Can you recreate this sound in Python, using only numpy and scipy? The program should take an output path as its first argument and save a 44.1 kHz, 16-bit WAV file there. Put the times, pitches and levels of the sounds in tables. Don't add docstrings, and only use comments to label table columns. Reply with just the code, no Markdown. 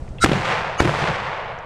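import sys
import numpy as np
from scipy import signal
from scipy.fft import rfft, irfft
from scipy.io import wavfile
from scipy.ndimage import uniform_filter1d

SR = 44100
rng = np.random.default_rng(int(sys.argv[2]) if len(sys.argv) > 2 else 0)


def store_pcm(level_fs):
    pcm = np.round(np.clip(level_fs, -1, 1) * 32767).astype(np.int16)
    wavfile.write(sys.argv[1], SR, np.atleast_2d(pcm).T)


N = 72765
T = np.arange(N) / SR
FREQS = np.maximum(np.arange(N + 1) * SR / (2 * N), 1)

# f/Hz, level/dB
WIND_SPECTRUM = [(20, -1), (55, -7), (130, -3.5), (250, -19.5), (600, -18.5), (1000, -27.5), (2500, -41),
                 (5000, -47), (9000, -49.5), (11000, -62), (15500, -80)]
# t/s, level/dB
WIND_LEVELS = [(0, -32.5), (0.19, -34.5), (0.6, -43), (1.65, -44)]
# t/s, level/dB, f/Hz
SOFT_BUMPS = [(0.022, -19.5, 58.5), (0.106, -21, 60.3)]
# t/s, level/dB, f/Hz, decay/s
GEAR_CLICKS = [(0.0790, -43, 2270, 0.0047), (0.0905, -49, 5900, 0.0022), (0.1850, -30.5, 2590, 0.0019),
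               (0.192, -34, 2190, .003), (0.2007, -40, 3640, .002), (1.588, -49, 5550, 0.0028)]
# start t/s, end t/s, tone level/dB, hiss level/dB
RING_SWELLS = [(0.2, 0.241, -12, -21.5), (0.769, 0.8, -21, -37)]
# f/Hz, relative level/dB
RING_TONES = [
    [(1270, -7.5), (1360, 3), (1462, -5.5), (2116, -16), (3897, -9), (5486, -21), (5857, -20), (6335, -25),
     (7000, -19), (7176, -26), (7730, -16), (8204, -18), (8387, -20), (8952, -20), (11210, -29)],
    [(1270, 3.5), (2293, -1), (2900, 1), (4651, -11), (6330, -7.5), (6417, -6.5), (6977, -12.5),
     (8969, -16), (10524, -25)],
]
# f/Hz, level/dB
HISS_SPECTRUM = [(200, 17), (900, -31), (1500, 13), (2800, -1), (5000, 8), (8500, -2), (10000, -9),
                 (13000, -18), (15500, -32)]
# t/s, level/dB, length/s
SHOCK_FRONTS = [(0.24, -2, 0.0012), (0.243, -1.5, 0.00067), (0.8016, 1.5, 0.00039), (0.8043, 4.5, 0.00063)]
# t/s, crack level/dB, thump level/dB, thump f/Hz, thump decay/s, boom level/dB
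SHOTS = [(0.2442, -3, -5, 298, .008, -11.5), (0.8036, -11, -2.5, 370, 0.0015, -8)]
# f/Hz, level/dB
CRACK_SPECTRUM = [(100, -8), (400, -11), (900, -31), (1600, 13), (2800, -2), (5000, -7), (8000, -12.5),
                  (11000, -24), (15500, -35)]
# t/s after the blast, relative level/dB
ECHO_LEVELS = [
    [(0.01, -4.5), (0.06, -6.5), (0.10, -1.5), (0.18, -2.5), (0.22, 1.5), (0.27, 5), (0.33, 2), (0.41, 0),
     (0.52, -2), (0.68, -18), (0.86, -8), (1.4, -30)],
    [(0.01, -4), (0.04, -7.5), (0.11, -4.5), (0.16, -3), (0.20, 0), (0.27, 0), (0.33, -1), (0.41, -2),
     (0.53, -2), (0.68, -4.5), (0.86, -9.5)],
]
# f/Hz, level/dB
ECHO_SPECTRUM = [(60, -24), (280, -23.5), (480, -2.5), (900, 1.5), (1400, -2), (2200, -3.5), (3300, -9.5),
                 (5000, -16), (8500, -23), (11000, -34), (15500, -42)]
# f/Hz, level/dB
ROLL_SPECTRUM = [(25, -20), (60, -7), (100, -2.5), (140, 4), (200, -3.5), (270, -14), (360, -3),
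                 (600, -13.5), (1500, -34), (15000, -76)]
# t/s, front level/dB, spray level/dB, thump level/dB, thump f/Hz
NEAR_SLAPS = [(0.2608, -4, -10, -9, 345), (0.288, -31, -19, -28, 240), (0.2944, -20, -17, -9, 304),
              (0.3160, -15, -16.5, -0.5, 390), (0.319, -11, -14, -10.5, 192), (0.332, -16, -15, -15, 200),
              (0.4520, -17, -16.5, -24, 600), (0.8211, -12, -21, -4, 324), (0.8470, -17, -18, -13, 457),
              (0.853, -20, -14, -8, 305), (0.8751, -7, -15, -8, 151), (0.8833, -9, -25, -33, 464),
              (0.8936, -4, -15, -25, 513), (0.9400, -6.5, -26.5, -24, 400), (0.9503, -6, -27, -24, 480),
              (0.9900, -14, -24, -26, 500), (1.0400, -7.5, -18, -30, 510), (1.0668, -18, -38, -33, 484),
              (1.0740, -17, -12.5, -33, 600)]
# f/Hz, level/dB
SPRAY_SPECTRUM = [(100, -22), (500, 9.5), (1400, 3), (2800, -0.5), (5000, -12.5), (8000, -22.5),
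                  (11000, -26), (15500, -62)]
# middle t/s, level/dB, f/Hz, half width/s
LOW_BOOMS = [(0.295, -14, 170, 0.0074), (0.326, -19, 146, 0.015), (0.371, -20, 191, 0.021),
             (0.517, -26, 147, 0.018), (0.885, -14.5, 133, 0.011), (0.907, -22.5, 147, .014)]
# f/Hz, level/dB compared with the sound they share there
EAR_BANDS = [(40, -39), (150, -58), (500, -52), (1200, -61), (2600, -41), (5000, -25), (9000, -29),
             (14500, -5.5)]


def amp(db):
    return 10 ** (np.asarray(db) / 20)


def unit(x):
    return x / np.sqrt(np.mean(x ** 2))


def shape(x, gain):
    return irfft(rfft(x, 2 * N) * gain)[:N]


def gains(spectrum):
    hz, db = np.array(spectrum).T
    return amp(np.interp(np.log(FREQS), np.log(hz), db))


def colour(x, spectrum):
    return unit(shape(x, gains(spectrum)))


def band(hz, octaves):
    return np.exp(-(np.log2(FREQS / hz) / octaves) ** 2)


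def noise():
    return rng.standard_normal(N)


def waver(hz):
    return unit(shape(noise(), np.exp(-(FREQS / hz) ** 2)))


def fall(start, decay):
    return (T >= start) * np.exp(-np.maximum(T - start, 0) / decay)


def thump(start, hz, decay):
    return fall(start, decay) * np.sin(2 * np.pi * hz * (T - start))


def front(start, length):
    u = 2 * (T - start) / length - 1
    return -u * np.exp(-u ** 4 / 2)


def burst(start, decay, spectrum):
    return shape(noise() * fall(start, decay), unit(gains(spectrum)))


def through_air(x, start, db_per_s_khz):
    centres = np.geomspace(50, 16000, 18)
    age = np.maximum(T - start, 0)
    out = 0
    for hz, pick in zip(centres, np.eye(len(centres))):
        part = shape(x, np.interp(np.log(FREQS), np.log(centres), pick))
        out += part * amp(-db_per_s_khz * hz / 1000 * age)
    return out


def wind():
    return colour(noise(), WIND_SPECTRUM) * amp(np.interp(T, *np.array(WIND_LEVELS).T))


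def handling():
    out = sum(amp(db) * thump(start, hz, decay=0.012) for start, db, hz in SOFT_BUMPS)
    for start, db, hz, decay in GEAR_CLICKS:
        out += amp(db) * shape(noise() * fall(start, decay), unit(band(hz, octaves=0.4)))
    return out


def rings(rise_s=0.03, cutoff_s=0.003, waver_db=3.5):
    out = np.zeros(N)
    for (start, end, tone_db, hiss_db), tones in zip(RING_SWELLS, RING_TONES):
        swell = np.clip((T - start) / rise_s, 0, 1) ** 2
        fade = np.exp(-np.maximum(T - end, 0) / cutoff_s)
        ring = 0
        for hz, db in tones:
            level = amp(db + waver_db * waver(hz=120))
            ring += level * np.sin(2 * np.pi * (hz * T + rng.random()))
        hiss = colour(noise(), HISS_SPECTRUM)
        out += swell * fade * (amp(tone_db) * unit(ring) + amp(hiss_db) * hiss)
    return out


def blasts():
    out = sum(amp(db) * front(start, length) for start, db, length in SHOCK_FRONTS)
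    for start, crack_db, thump_db, hz, decay, boom_db in SHOTS:
        out += amp(crack_db) * burst(start, decay=0.0034, spectrum=CRACK_SPECTRUM)
        out += amp(thump_db) * thump(start, hz, decay)
        out -= amp(boom_db) * thump(start, hz=70, decay=0.0105)
    return out


def wood_echo(air_db_per_s_khz, levels_db=(-22, -20.5), bounces_per_s=5000, scatter_db=3):
    out = np.zeros(N)
    for (start, *_), db, curve in zip(SHOTS, levels_db, ECHO_LEVELS):
        arrivals = rng.random(N) < bounces_per_s / SR
        bounces = arrivals * np.sign(noise()) * amp(scatter_db * noise())
        level = (T > start) * amp(db + np.interp(T - start, *np.array(curve).T))
        out += level * through_air(colour(bounces, ECHO_SPECTRUM), start, air_db_per_s_khz)
    return out


def ground_roll(level_db=-22.5, rise_s=0.024, fall_db_per_s=22.5, waver_db=2.5):
    out = np.zeros(N)
    for start, *_ in SHOTS:
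        age = np.maximum(T - start, 0)
        rise = np.minimum(age / rise_s, 1)
        level = amp(level_db - fall_db_per_s * age + waver_db * waver(hz=18))
        out += rise * level * through_air(colour(noise(), ROLL_SPECTRUM), start, db_per_s_khz=56.5)
    return out


def slaps(air_db_per_s_khz, low_cut_hz=71, high_cut_hz=4900, decay_cycles=0.74):
    knocks, sprays = np.zeros(N), np.zeros(N)
    for start, front_db, spray_db, thump_db, hz in NEAR_SLAPS:
        knocks += amp(front_db) * front(start, length=0.00058)
        knocks += amp(thump_db) * thump(start, hz, decay_cycles / hz)
        delay = min(start - shot for shot, *_ in SHOTS if shot < start)
        decay = 0.0026 + 0.014 * delay
        air_loss_db = air_db_per_s_khz * delay * FREQS / 1000
        sprays += shape(burst(start, decay, SPRAY_SPECTRUM), amp(spray_db - air_loss_db))
    soften = 1 / (1 + (FREQS / high_cut_hz) ** 2) / (1 + (low_cut_hz / FREQS) ** 2)
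    return sprays + shape(knocks, soften)


def booms():
    out = np.zeros(N)
    for middle, db, hz, width in LOW_BOOMS:
        swell = np.exp(-((T - middle) / width) ** 2)
        out += amp(db) * swell * np.sin(2 * np.pi * hz * (T - middle))
    return out


def ear_difference(shared):
    out = np.zeros(N)
    for hz, db in EAR_BANDS:
        gain = band(hz, octaves=0.59)
        power = uniform_filter1d(shape(shared, gain) ** 2, size=1024)
        out += amp(db) * np.sqrt(np.abs(power)) * unit(shape(noise(), gain))
    return out


def scene():
    air_db_per_s_khz = 5.5
    shared = wind() + handling() + rings() + blasts()
    shared += wood_echo(air_db_per_s_khz) + ground_roll() + slaps(air_db_per_s_khz) + booms()
    side = ear_difference(shared)
    return np.array([shared + side, shared - side])


def record(dry):
    ceiling, top_hz = 0.95, 15200
    rounded = dry / (1 + (dry / ceiling) ** 4) ** 0.25
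    treble_cut = signal.ellip(8, 0.2, 70, top_hz, fs=SR, output="sos")
    return signal.sosfilt(treble_cut, rounded)


dry = scene()
out = record(dry)
store_pcm(out)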